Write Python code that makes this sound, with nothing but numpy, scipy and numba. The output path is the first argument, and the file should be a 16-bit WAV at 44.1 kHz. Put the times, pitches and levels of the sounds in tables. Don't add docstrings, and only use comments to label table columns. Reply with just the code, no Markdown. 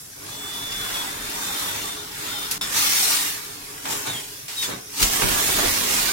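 import sys
import numpy as np
from scipy import signal
from scipy.io import wavfile
from scipy.ndimage import uniform_filter1d
from numba import njit

SR = 44100
rng = np.random.default_rng(int(sys.argv[2]) if len(sys.argv) > 2 else 0)


def natural_amplitude(level_db):
    exponent = np.asarray(level_db, float) / 20
    return 10 ** exponent


def output_pcm(signal):
    pcm = np.clip(np.atleast_2d(signal).T, -1, 1) * 32767
    wavfile.write(sys.argv[1], SR, np.round(pcm).astype(np.int16))


N = 269892


def colour(table, hz):
    f, db = np.transpose(table)
    return np.interp(np.log(hz), np.log(f), db)


@njit
def svf(x, hz, width):
    y, b, l = np.empty(len(x)), 0., 0.
    g = np.tan(np.pi * hz / SR)
    k = 2 * np.pi * width / SR / np.sin(2 * np.pi * hz / SR)
    for i in range(len(x)):
        v = (b + g * (x[i] - l)) / (1 + g * (g + k))
        b, l, y[i] = 2 * v - b, l + 2 * g * v, k * v
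    return y


def noise_bands(hz, width, size=N):
    return [svf(rng.standard_normal(size), 1. * hz, 1. * width) for _ in range(2)]


def high(x, hz, order):
    return signal.sosfilt(signal.butter(order, hz, "high", fs=SR, output="sos"), x)


def walk(rate, size=N):
    hold = int(SR / rate)
    steps = np.repeat(rng.standard_normal(size // hold + 1), hold)
    return 1.11 * uniform_filter1d(uniform_filter1d(steps, hold), hold)[:size]


def pair(mid, side, pan_db):
    return np.array([mid + side, mid - side]) * natural_amplitude(np.array([pan_db, -pan_db]) / 2).reshape(2, -1)


def bursts(rows, t):
    power = 0
    for s, rise, hold, fall, db in rows:
        away = np.clip(np.maximum((s - t) / rise, (t - s - hold) / fall), 0, 5)
        power = power + natural_amplitude(db - 20 * away) ** 2
    return power


def tone(rows, wobble, rough_db):
    s, hz, db = np.transpose(rows)
    out, size, first = np.zeros((2, N)), int((s[-1] - s[0]) * SR), int(s[0] * SR)
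    t = s[0] + np.arange(size) / SR
    fade = np.clip(np.minimum(t - s[0], s[-1] - t) / 0.028, 0, 1)
    pitch = np.interp(t, s, hz) * (1 + wobble * walk(91.2, size=size))
    phase = 2 * np.pi * np.cumsum(pitch) / SR
    gain = np.sqrt(2) * fade * natural_amplitude(np.interp(t, s, db) + 1.45)
    for port, lead in enumerate((.7, -.7)):
        rough = natural_amplitude(rough_db * walk(40, size=size))
        out[port, first:first + size] = gain * rough * np.sin(phase + lead + .15 * walk(12, size=size))
    return out


# (f/Hz, width/Hz, level/dB, side over mid/dB)
HOUSING = [(102.4, 3.9, -58.5, -24), (126.4, 9.3, -60, -20), (187, 3.5, -59, -24), (285.5, 19, -52, -27),
           (418.3, 15, -53, 0)]


def engine(rumble, load):
    swell = natural_amplitude(load * (np.minimum(10 * np.log10(rumble), -42) + 50))
    out = 0
    for hz, width, db, side_db in HOUSING:
        mid, side = noise_bands(hz, width)
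        out = out + natural_amplitude(db) * pair(mid, side * natural_amplitude(side_db), 0.) / mid.std()
    return out * swell


# (t/s, level/dB)
FEED = [(.06, -64), (.28, -42), (.45, -37), (.6, -39), (.94, -33), (1.2, -36.5), (1.35, -33.5),
        (1.63, -31.5), (1.95, -36), (2.08, -40), (2.28, -35), (2.5, -36.5), (2.57, -36.5), (2.63, -33.5),
        (3.2, -40), (3.4, -41.5), (3.798, -44), (4.3, -60)]


def feed(t):
    s, db = np.transpose(FEED)
    return natural_amplitude(np.interp(t, s, db, right=-99)) ** 2


# (t/s, f/Hz, level/dB)
WHISTLE = [
    [(.3, 3500, -44), (.38, 3450, -44), (.49, 3498, -37), (.6, 3465, -38.5), (.78, 3482, -34),
     (.92, 3435, -37)],
    [(.92, 3415, -33), (1.05, 3395, -33.5)],
    [(1.07, 3612, -45), (1.4, 3605, -44), (1.53, 3582, -39), (1.76, 3578, -41), (1.955, 3590, -38)],
    [(1.965, 3630, -39), (2.04, 3640, -42)],
    [(2.26, 3596, -43), (2.32, 3606, -36), (2.44, 3620, -37), (2.5, 3610, -45)],
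]


def whistle():
    return sum(tone(rows, wobble=.003, rough_db=1.6) for rows in WHISTLE)


# (start t/s, end t/s, start f/Hz, end f/Hz, level/dB)
LEAKS = [
    (.3, .52, 8140, 7900, -42),
    (.92, 1.14, 8000, 7920, -41),
    (1.48, 1.75, 11836, 11845, -38.5),
    (2.134, 2.34, 7800, 8150, -46),
    (3., 3.1, 9400, 9150, -29),
]


def leaks():
    out = 0
    for start, end, start_hz, end_hz, db in LEAKS:
        glide = [(start, start_hz, db - 7), (end, end_hz, db - 8.5)]
        out = out + tone(glide, wobble=.003, rough_db=5.5)
    return out


# (t/s at full strength, rise/s, hold/s, fall/s, level/dB)
GUSTS = [
    (.75, 0.42, 0.073, .3, -50),
    (1.21, 0.39, 0.016, 0.22, -46.5),
    (5.05, .05, 0.018, 0.071, -44),
    (5.24, 0.085, .01, 0.45, -36.5),
    (5.42, .05, 0.011, .05, -42),
    (5.66, 0.072, 0.013, 0.11, -35.5),
]


def gusts(t):
    return bursts(GUSTS, t)


# (t/s, peak level/dB, decay/s, centre f/Hz, width/Hz)
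SPITS = [(2.51, -16.5, 0.025, 6060, 10000), (2.611, -25, 0.049, 2200, 5000),
         (3.853, -22.5, 0.018, 1300, 2480), (4.07, -24, 0.023, 900, 1800), (4.48, -28, 0.096, 2880, 6450),
         (4.625, -20.5, 0.037, 2870, 5000), (4.679, -30, 0.061, 327, 200), (5.026, -8.5, 0.013, 3700, 4700),
         (5.218, -13, 0.015, 800, 1600), (0.718, -26, 0.025, 3500, 3600), (5.01, -27, 0.046, 190, 200),
         (5.23, -24.5, 0.062, 141, 200), (5.016, -19, 0.059, 35.8, 16), (5.585, -16, 0.021, 500, 1200),
         (5.49, -22, .015, 400, 900), (5.78, -26, .015, 400, 1200)]


def spits():
    out, t = np.zeros((2, N)), np.arange(SR // 3) / SR
    for s, db, decay, hz, width in SPITS:
        mid, side = noise_bands(hz, width, len(t))
        shape = (1 - np.exp(-t / 0.001)) * np.exp(-t / decay)
        first = int(s * SR)
        out[:, first:first + len(t)] += pair(mid, side, -1) * shape * natural_amplitude(db) / (2 * mid.std())
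    return out


# (t/s, level/dB)
CLANKS = [
    (2.511, -25),
    (2.612, -21.5),
]
# (f/Hz, level/dB, t60/s)
CLANK_MODES = [
    [(5780, -8, .1), (8452, -18, .11), (9620, -11, .05), (11200, 1, .12), (13540, -1, .075)],
    [(3700, -2.5, 0.17), (3500, -3, 0.24), (5222, -6.5, 0.42), (7354, -15, 0.25), (10400, -10, .11),
     (13000, -17, .15)],
]


def clanks():
    out, t = np.zeros((2, N)), np.arange(SR // 3) / SR
    ports = np.array([[.11], [-.11]])
    for (s, level_db), modes in zip(CLANKS, CLANK_MODES):
        first = int(s * SR)
        for hz, db, t60 in modes:
            decay = np.exp(-np.log(1000) * t / t60)
            ring = np.sin(2 * np.pi * (hz * t + rng.random() + ports)) * decay
            out[:, first:first + len(t)] += natural_amplitude(level_db + db) * ring
    return out


# (t/s at full strength, rise/s, hold/s, fall/s, level/dB)
BLOW_OFFS = [
    (2.77, 0.096, 0.37, 0.23, -21.5),
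    (3.2, 0.13, 0.084, 0.19, -27.5),
    (3.91, .1, .01, 0.4, -28.5),
    (4.07, 0.057, .02, 0.7, -35),
    (4.5, 0.037, 0.096, .1, -41),
    (4.634, 0.16, 0.0074, 0.15, -29),
    (5.02, 0.093, .01, 0.11, -21),
]


def blow_offs(t):
    return bursts(BLOW_OFFS, t)


# (t/s at full strength, rise/s, hold/s, fall/s, level/dB)
SCRAPES = [
    (3.864, 0.037, 0.053, 0.26, -36.5),
    (4.064, 0.034, 0.017, 0.25, -36),
    (4.7, 0.098, 0.032, 0.12, -37.5),
    (5.24, .15, .01, 0.37, -35.5),
    (5.6, 0.34, 0.035, 0.16, -30),
]


def scrapes(t):
    return bursts(SCRAPES, t)


# (t/s, f/Hz, level/dB)
SQUEAKS = [
    [(4.04, 3720, -44), (4.11, 3690, -36), (4.15, 3560, -39)],
    [(4.12, 3420, -37), (4.16, 3250, -34), (4.215, 3050, -37)],
    [(4.555, 3850, -38), (4.59, 3800, -28), (4.62, 3690, -29.5), (4.68, 3430, -33)],
    [(4.57, 3250, -45), (4.66, 3100, -44)],
    [(4.6, 5050, -37), (4.67, 4950, -38)],
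]


def squeaks():
    return sum(tone(rows, wobble=.014, rough_db=2.5) for rows in SQUEAKS)


# (t/s at full strength, rise/s, hold/s, fall/s, level/dB)
ROAR = [
    (5.02, 0.061, .05, 0.062, -29),
    (5.14, 0.18, 0.96, .1, -24.5),
]


def roar(t):
    return bursts(ROAR, t)


def jet():
    mid, side = noise_bands(15500, 1200)
    level = natural_amplitude(-30 + 1.5 * walk(17))
    fade_in = np.clip((np.arange(N) / SR - 6.5) / .04, 0, 1)
    return pair(mid, side, -1.5) / mid.std() * level * fade_in


WORK_MIX = {"feed": (0, -3, -10.5, -19), "blow": (-0.5, -12, -24, -57), "scrape": (-12, 0, -1, -28),
            "roar": (0.5, -7.5, -11, -19), "gust": (-40, -40, 0, 3.5)}


def work():
    idle_air_db, idle_buffet_db = -53, -66
    rig_pan_db, roar_pan_db = -.5, -3
    t = np.arange(0, N / SR + .002, .001)
    drive = {"feed": feed(t), "blow": blow_offs(t), "scrape": scrapes(t), "roar": roar(t), "gust": gusts(t)}
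    power = sum(np.outer(natural_amplitude(WORK_MIX[kind]) ** 2, p) for kind, p in drive.items())
    power[0] += natural_amplitude(idle_air_db) ** 2 * (t > FEED[1][0])
    power[3] += natural_amplitude(idle_buffet_db) ** 2
    pan_db = rig_pan_db + (roar_pan_db - rig_pan_db) * drive["roar"] / sum(drive.values())
    return [np.interp(np.arange(N) / SR, t, curve) for curve in (*power, pan_db)]


# (f/Hz, level/dB per Hz)
AIR = [(880, -34), (1500, -14), (2080, 2), (2390, -2), (4830, -1), (5660, 0.5), (9650, -1.5), (11700, -5),
       (15100, -3.5), (16000, -7.5)]
DRAG = [(500, -46), (800, 0), (1200, 1.5), (2000, -1.5), (2800, -9.5), (4000, 3.5), (6000, -63)]
RUMBLE = [(70, -15), (120, -1.5), (200, -1.5), (300, 1.5), (430, -3), (620, -7), (780, -3.5), (1000, -21.5)]
BUFFET = [(20, -12), (36, 5), (55, -12), (85, -2), (140, -38.5)]
SITE = [(15, -55), (25, -10), (97, -8), (127, 1), (229, -17), (416, -16), (607, -15), (818, -17),
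        (4370, -18), (5730, -9), (7310, -18.5), (10100, -8.5), (16000, -23.5)]
# (f/Hz, side over mid level/dB)
WIDTH = [(150, -26), (400, 3), (650, 3.5), (1400, .5), (3000, 0), (15000, 0)]
# (f/Hz, left minus right level/dB)
LEAN = [(120, -1.5), (500, 0.5), (1000, -0.5), (2000, -1.7), (4000, 2.5), (8000, 0)]


def rush(layers, pan_db, flutter_db, own_db, grit_db):
    site_db = -43.5
    centres = 22 * 2 ** np.arange(0, 9.8, 1 / 3)
    shapes = [natural_amplitude(colour(t, centres)) ** 2 * centres for t in (AIR, DRAG, RUMBLE, BUFFET, SITE)]
    powers = [*layers, natural_amplitude(site_db) ** 2]
    flutter, grit = walk(14), walk(300)
    out = 0
    for k, hz in enumerate(centres):
        power = sum(p * (shape[k] / shape.sum()) for p, shape in zip(powers, shapes))
        motion_db = flutter_db * flutter + own_db * walk(9) + grit_db * grit * min(hz / 1000, 1)
        gain = np.sqrt(power) * natural_amplitude(motion_db)
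        mid, side = (svf(band, hz, hz / 2.8) for band in noise_bands(hz, hz / 2.8))
        out = out + gain * pair(mid, side * natural_amplitude(colour(WIDTH, hz)), colour(LEAN, hz)) / mid.std()
    return out * natural_amplitude(np.array([pan_db, -pan_db]) / 2)


def patches(shape, count):
    field = uniform_filter1d(rng.standard_normal(shape), size=count[0], axis=0)
    field = uniform_filter1d(field, size=count[1], axis=1)
    return field / field.std()


def mottle(x, patchy_db, hole_db, hole_edge):
    hz, _, z = signal.stft(x, SR, nperseg=1024)
    depth = np.clip(hz / 700, .5, 1)[:, None]
    holes = np.clip(3 * (patches(z.shape[1:], count=(5, 4)) - hole_edge), 0, 1)
    gain = natural_amplitude(depth * (patchy_db * patches(z.shape[1:], count=(2, 7)) + hole_db * holes))
    usual = np.sqrt(uniform_filter1d(np.mean(gain ** 2, axis=1), size=40))[:, None]
    return signal.istft(z * gain / usual, SR, nperseg=1024)[1][:, :N]


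def scene():
    *layers, pan_db = work()
    noise = engine(layers[2], load=0.48) + jet()
    noise = noise + rush(layers, pan_db, flutter_db=0.66, own_db=1.06, grit_db=0.74)
    noise = mottle(noise, patchy_db=3., hole_db=-36, hole_edge=1.83)
    return noise + whistle() + leaks() + spits() + clanks() + squeaks()


def top_cut(x):
    return signal.sosfilt(signal.butter(12, 16970, fs=SR, output="sos"), x)


def record(dry):
    ports_hz, leak_hz, leak_db = 240, 120, 8
    dropout_s, dropout_db, dropout_hz = (2.58, 2.6105), (-12, -21), 400
    side = (dry[0] - dry[1]) / 2
    thin = high(high(side, ports_hz, order=4)[::-1], ports_hz, order=4)[::-1]
    blast = uniform_filter1d(side ** 2, size=8000)
    gust = np.clip(1.54 * walk(14) - 2.2 + 3.35 * np.sqrt(blast / blast.max()), 0, 1)
    side = thin + high(side - thin, leak_hz, order=3) * natural_amplitude(leak_db) * gust
    x = pair(dry.mean(axis=0), side, 0.)
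    t = np.arange(N) / SR
    gap = uniform_filter1d(((t > dropout_s[0]) & (t < dropout_s[1])) * 1., size=40)
    bass = signal.sosfiltfilt(signal.butter(2, dropout_hz, fs=SR, output="sos"), x)
    x = bass + (x - bass) * natural_amplitude(np.interp(t, dropout_s, dropout_db) * gap)
    x = signal.sosfilt(signal.ellip(12, .3, 75, 15950, fs=SR, output="sos"), x)
    return top_cut(x)


dry = scene()
out = record(dry)
output_pcm(out)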